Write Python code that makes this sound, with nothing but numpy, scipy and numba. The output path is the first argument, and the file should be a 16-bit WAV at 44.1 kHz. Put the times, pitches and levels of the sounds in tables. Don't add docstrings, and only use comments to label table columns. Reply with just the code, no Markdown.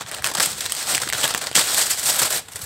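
import sys
import numpy as np
from scipy import signal
from scipy.fft import rfft, irfft
from scipy.io import wavfile
from scipy.ndimage import uniform_filter1d
from numba import njit

SR = 44100
rng = np.random.default_rng(int(sys.argv[2]) if len(sys.argv) > 2 else 0)


def gain_from_db(level_db):
    decades = np.asarray(level_db, float) / 20
    return 10 ** decades


def wav_record(signal):
    frames = np.transpose(np.atleast_2d(signal))
    bounded = np.clip(frames, -1, 1)
    quanta = np.round(bounded * 32767).astype(np.int16)
    wavfile.write(sys.argv[1], SR, quanta)


N = 116865


def unit(x):
    return x / np.sqrt(np.mean(x ** 2))


def on_log(hz, table):
    table_hz, value = np.array(table).T
    return np.interp(np.log(hz), np.log(table_hz), value)


def band(x, hz, width_hz):
    return signal.lfilter(*signal.iirpeak(hz, hz / width_hz, fs=SR), x)


def walk(rate_hz):
    hold = int(SR / rate_hz)
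    held = np.repeat(rng.standard_normal(N // hold + 1), hold)
    return unit(uniform_filter1d(held, hold // 2 + 1)[:N])


@njit
def pings(start, hz, cycles, size, rise):
    out = np.zeros(N)
    for k in range(len(start)):
        turn = np.exp((2j * np.pi - np.pi / cycles[k]) * hz[k] / SR)
        onset_decay = np.exp(-np.pi * hz[k] / (cycles[k] * rise * SR))
        z, onset = size[k] + 0j, 1.
        end = min(N, start[k] + int(2 * cycles[k] * SR / hz[k]) + 2)
        for i in range(start[k], end):
            out[i] += z.imag * (1 - onset)
            z *= turn
            onset *= onset_decay
    return out


def tearing():
    # (t/s, effort as crackle level/dB)
    tugs = [
        [(0, -39), (0.016, -30), (0.045, -50.5), (0.09, -30), (0.108, -48), (0.118, -30.5), (0.15, -36.5),
         (0.195, -30.5), (0.212, -46)],
        [(0.238, -33.5), (0.25, -24.5), (0.3, -32), (0.328, -49), (0.345, -32), (0.362, -48), (0.383, -19),
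         (0.395, -38)],
        [(0.4, -20.5), (0.43, -18), (0.465, -22.5), (0.55, -33), (0.585, -27), (0.6, -33), (0.635, -29),
         (0.665, -27.5), (0.68, -35.5)],
        [(0.82, -24.5), (0.85, -30.5), (0.905, -17), (0.945, -22.5), (0.995, -34), (1.02, -23), (1.095, -39.5),
         (1.11, -62), (1.124, -37)],
        [(1.14, -26.5), (1.22, -24.5), (1.248, -18), (1.27, -27), (1.31, -20), (1.33, -37), (1.36, -27.5),
         (1.4, -41)],
        [(1.42, -22.5), (1.44, -27), (1.455, -33), (1.475, -26), (1.5, -37.5), (1.545, -38)],
    ]
    # (t/s, effort as crackle level/dB)
    rips = [
        [(1.552, -15), (1.612, -14.5), (1.635, -23), (1.7, -19.5), (1.76, -21.5)],
        [(1.775, -16.5), (1.825, -17), (1.845, -22.5), (1.895, -23.5), (1.912, -17), (1.95, -27.5),
         (2.02, -25.5)],
        [(2.06, -19), (2.082, -19.5), (2.1, -16), (2.12, -30), (2.15, -22), (2.185, -25)],
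        [(2.198, -16), (2.213, -24), (2.23, -15.5), (2.243, -25), (2.256, -19), (2.29, -30.5)],
        [(2.33, -23), (2.365, -21), (2.392, -29.5), (2.41, -40.5), (2.47, -48.5)],
        [(2.55, -46.5), (2.6, -39.5), (2.65, -37.5)],
    ]
    # (t/s, share of large folds/dB)
    slack = [(0, -1), (.38, -3.5), (.5, -12), (.75, -10), (1.0, -6), (1.5, -4.5), (1.6, -9.5), (2.0, -12.5),
             (2.25, -5), (2.65, -4.5)]
    # (t/s, extra top treble/dB)
    taut = [(0, -2.5), (1.3, -2), (1.56, -5), (1.65, -1.5), (2.2, 3), (2.33, 2.5), (2.65, 7.5)]
    # (f/Hz, density/dB per Hz)
    crease = [(700, -18.5), (1500, -6), (2500, -9), (4000, -2), (6300, -2.5), (10000, -7), (13000, -5),
              (16000, -35)]
    # (f/Hz, density/dB per Hz)
    fold = [(120, 4), (250, -18), (500, 3.5), (800, 8), (1100, -3), (1500, 8.5), (2500, -11), (4000, 5.5)]
    t = np.arange(N) / SR
    effort_db = np.interp(t, *np.vstack(tugs + rips).T)
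    slack_db = np.interp(t, *np.array(slack).T)
    taut_db = np.interp(t, *np.array(taut).T)
    effort_db = 10 * np.log10(gain_from_db(2 * effort_db) * slips() ** 2 + bursts())

    fine_gain = gain_from_db(effort_db - 1.5 + 1.2 * walk(70))
    deep_gain = gain_from_db(effort_db + slack_db + 1.13 * walk(60))
    fine = crackle(crease, 30000, 3.5, 2.0, fine_gain)
    brighten_db = 0.2 * (effort_db + 25.5)
    fine = fine + (gain_from_db(brighten_db) - 1) * band(fine, 12300.0, 14400.0)
    fine = fine + (gain_from_db(taut_db) - 1) * band(fine, 12300.0, 6700.0)
    return fine + crackle(fold, 4000, 2.6, 2.2, deep_gain)


def slips():
    slips_per_s, fade_s, share = 170, .004, .25
    jerks = (rng.random(N) < slips_per_s / SR) * rng.exponential(1, N)
    jerks = unit(signal.lfilter([1], [1, -np.exp(-1 / (fade_s * SR))], jerks))
    return unit(1 - share + share * jerks)


def bursts():
    # (t/s, crackle level/dB, fade/s)
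    runs = [(0.143, -28, .005), (0.259, -21, 0.0027), (.263, -20, 0.0036), (.301, -26, .004),
            (.314, -19.5, 0.005), (.337, -18.5, .004), (0.3497, -14, 0.0035), (0.353, -27, 0.0018),
            (0.3694, -21, 0.0036), (.423, -19, 0.0058), (0.434, -16, .003), (0.592, -30, .004),
            (0.606, -19, 0.008), (0.642, -20, .003), (.695, -25, 0.012), (0.774, -23, 0.01),
            (0.894, -22, .004), (0.949, -15, .004), (0.953, -12, .003), (.968, -16.5, 0.0039),
            (0.986, -24, 0.0024), (1.0, -20, .004), (1.0166, -17, 0.0065), (1.073, -25, .005),
            (1.088, -17.5, 0.0048), (1.136, -22, .006), (1.163, -30, .004), (1.18, -20, 0.0047),
            (1.2113, -16.5, 0.005), (1.376, -21, 0.0054), (1.412, -23, .006), (1.439, -21, .004),
            (1.9045, -27, 0.0034), (2, -32, .004), (2.03, -21, .004), (2.09, -24, .005),
            (2.217, -10, 0.0028), (2.221, -16.5, 0.0056), (2.246, -16, .004), (2.304, -18.5, 0.0047),
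            (2.325, -18, .005), (2.343, -20, .003), (2.361, -24, 0.0027), (2.371, -20, 0.0047),
            (2.4835, -33, 0.0072), (2.518, -34, 0.017), (2.559, -24, 0.0091), (2.591, -33, 0.0056),
            (2.615, -30.5, 0.013), (2.635, -35, 0.0054)]
    rise_s = .0006
    s, db, fade_s = np.array(runs).T[:, :, None]
    age_s = np.maximum(np.arange(N) / SR - s, 0)
    return np.sum(gain_from_db(2 * db) * (1 - np.exp(-age_s / rise_s)) * np.exp(-2 * age_s / fade_s), axis=0)


def crackle(colour, grains_per_s, cycles, spread_db, envelope):
    largest_share = .006
    when, pitch, rank, q, sign = rng.random((int(grains_per_s * N / SR), 5)).T
    low_hz, high_hz = colour[0][0], colour[-1][0]
    hz = low_hz * (high_hz / low_hz) ** pitch
    start = (when * N).astype(np.int64)
    cycles = cycles * (0.68 + 1.03 * q)
    size_db = -spread_db * np.log(np.maximum(rank, largest_share)) + on_log(hz, colour)
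    size = gain_from_db(size_db) * hz / np.sqrt(cycles)
    power = np.sum(size ** 2 * cycles * SR / hz / (8 * np.pi)) / N
    size = np.sign(sign - .5) * size * envelope[start] / np.sqrt(power)
    return pings(start, hz, cycles, size, 0.43)


def snaps():
    # (t/s, panel ring/dB, ring f/Hz, bright crack/dB)
    fold_snaps = [(0.0105, -16.5, 1190, -26), (0.0634, -28, 3380.0, -45), (0.1144, -20.5, 1830, -15),
                  (0.1426, -20, 4050, -33), (0.1468, -17, 2770, -16.5), (0.2227, -23, 1600.0, -21),
                  (0.2435, -8.5, 3220, -4), (0.2437, -10, 1300, -31), (0.2573, -16.0, 5320.0, -30),
                  (0.2636, -12, 2960, -9.5), (0.2717, -13.5, 4920.0, -7), (0.2865, -16, 1540, -37),
                  (0.3142, -20.5, 704, -31), (0.3368, -31, 4200, -33), (0.3504, -17.5, 5000, -19),
                  (0.3715, -15, 4750, -32), (0.3992, -5, 4950, -15), (0.4028, -2.5, 5130, -19),
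                  (0.4051, -5.5, 1530, -19), (0.4595, -31, 3150, -1), (0.5915, -26, 4700.0, -26),
                  (0.6082, -10.5, 3630, -30), (0.6563, -12, 3700, -27), (0.6611, -12, 3970, -20),
                  (0.6628, -11.5, 3950, -20), (0.7212, -9, 3100, -4.5), (0.7502, -22, 3370, -9),
                  (0.8699, -16, 5500, -24), (0.9485, -5.5, 2800, -24), (0.9792, -8, 1950, -28),
                  (1.0345, -11, 1600, -26), (1.0761, -16, 1640, -33), (0.6205, -25, 1990, -28),
                  (1.1, -12, 2020, -11), (1.126, -9.5, 1950, -16), (1.133, -6.5, 1700, -29),
                  (1.2329, -11.5, 3200, -26), (1.2416, -5.5, 3240, -24), (1.278, -10, 3700, -7),
                  (1.34, -11.5, 3470, -14), (1.3477, -4.5, 1720, -9), (1.348, -13, 700, -19),
                  (1.415, -17, 1430, -17), (1.47, -13, 4900, -23), (1.514, -17, 624, -45),
                  (1.529, -22, 3100, -38), (1.554, 0, 2930, -25), (1.563, -1, 3300, -20),
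                  (1.583, -10, 1610, -27), (1.614, -9, 3450, -25), (1.6877, -19, 4400, -15),
                  (1.9112, -21, 6400, -8), (2.146, -21, 1430, -6.5), (2.1903, -23, 5730, -10),
                  (2.2318, -5, 5980, -9), (2.2785, -19, 3040, -22), (2.307, -19, 4900, -28),
                  (2.388, -36, 3060, -22), (2.485, -32, 3020, -38), (2.5194, -35, 1800, -34),
                  (2.535, -31, 6400, -25), (2.5579, -21, 1850, -16), (2.5917, -31, 3320, -21),
                  (2.6144, -37, 1590, -32)]
    ring_s, crack_rise_s, crack_s = .0027, .00015, .0008
    s, ring_db, hz, crack_db = np.array(fold_snaps).T
    start, t = (s * SR).astype(np.int64), np.arange(600) / SR
    rings = pings(start, hz, ring_s * hz, 2 * gain_from_db(ring_db - 4.5), 0.13)

    noise = rng.standard_normal((len(s), 2, len(t)))
    noise = noise * (1 - np.exp(-t / crack_rise_s)) * np.exp(-t / crack_s)
    noise = 3.72 * noise / np.linalg.norm(noise, axis=2, keepdims=True)
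    bright = band(noise[:, 0], 9400.0, 10600.0) * gain_from_db(crack_db - 2)[:, None]
    body = band(noise[:, 1], 2660.0, 4500.0) * gain_from_db(ring_db + 4.5)[:, None]
    cracks = np.zeros(N)
    np.add.at(cracks, np.minimum(start[:, None] + np.arange(len(t)), N - 1), bright + body)
    return cracks, rings


def shimmer(x):
    # (f/Hz, T60/s)
    sheet_t60 = [(300, 0.12), (1200, 0.085), (4000, 0.17), (8000, 0.076), (13000, 0.03)]
    shapes, hold_samples = 16, 200
    t = np.arange(SR // 3) / SR
    tails = np.zeros((shapes, len(t)))
    for hz in 150 * 2 ** np.arange(0, 6.8, .5):
        noise = unit(band(rng.standard_normal((shapes, len(t))), hz, hz / 2))
        tails += noise * np.sqrt(hz) * gain_from_db(-60 * t / on_log(hz, sheet_t60))
    tails = tails * np.minimum(t / 0.00071, 1)
    active = np.arange(N) // hold_samples % shapes == np.arange(shapes)[:, None]
    ring = signal.fftconvolve(x * active, unit(tails) / np.sqrt(len(t)), axes=1)[:, :N].sum(axis=0)
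    return x + gain_from_db(-9) * ring


def thuds():
    # (t/s, level/dB, f/Hz)
    landings = [(0.046, -34, 120), (.2, -33, 75), (0.384, -26, 190), (.47, -33, 152), (0.941, -40, 280),
                (1.069, -27, 328), (1.148, -31, 110), (1.509, -32, 120), (1.562, -24.5, 212),
                (1.58, -24.5, 212), (2.086, -40, 387), (2.225, -23, 403), (2.545, -35, 95),
                (2.599, -41, 151), (2.63, -31.5, 91)]
    s, db, hz = np.array(landings).T
    return pings((s * SR).astype(np.int64), hz, np.full(len(s), 2.8), 2 * gain_from_db(db), 0.31)


def hum():
    # (f/Hz, density/dB per Hz)
    hum_colour = [(15, -42), (25, 5.5), (96, 5.5), (182, 1), (306, -9), (400, -8), (520, -2), (880, -120)]
    hz = np.maximum(np.arange(N // 2 + 1) * SR / N, 1)
    low = unit(irfft(rfft(rng.standard_normal(N)) * gain_from_db(on_log(hz, hum_colour)), N))
    low = low * gain_from_db(-47 + 2.4 * walk(6.99))
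    hiss = unit(band(rng.standard_normal(N), 980.0, 1800.0))
    return low + gain_from_db(-51) * hiss


def scene():
    ring_wet = .4
    foil = tearing()
    cracks, rings = snaps()
    mid = shimmer(foil + cracks + ring_wet * rings) + (1 - ring_wet) * rings + thuds() + hum()
    late = np.roll(mid, 300)
    side = gain_from_db(-26) * band(late, 300, 160.0) + gain_from_db(-33) * late
    return np.array([mid + side, mid - side])


def low_pass(x):
    return signal.sosfilt(signal.butter(12, 17000, fs=SR, output="sos"), x)


def record(dry):
    peak_hz, width_hz, peak_db = 8210, 1820, 1
    low_cut_hz, top_hz = 75, 15750
    corners_hz = [peak_hz - width_hz / 2, peak_hz + width_hz / 2]
    peak = signal.lfilter(*signal.bessel(2, corners_hz, "band", fs=SR, norm="mag"), dry)
    x = dry + gain_from_db(peak_db) * peak
    x = signal.sosfilt(signal.butter(2, low_cut_hz, "high", fs=SR, output="sos"), x)
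    x = np.tanh(1.25 * x) / 1.25
    x = signal.sosfilt(signal.ellip(8, .3, 45, top_hz, fs=SR, output="sos"), x)
    return low_pass(x)


dry = scene()
out = record(dry)
wav_record(out)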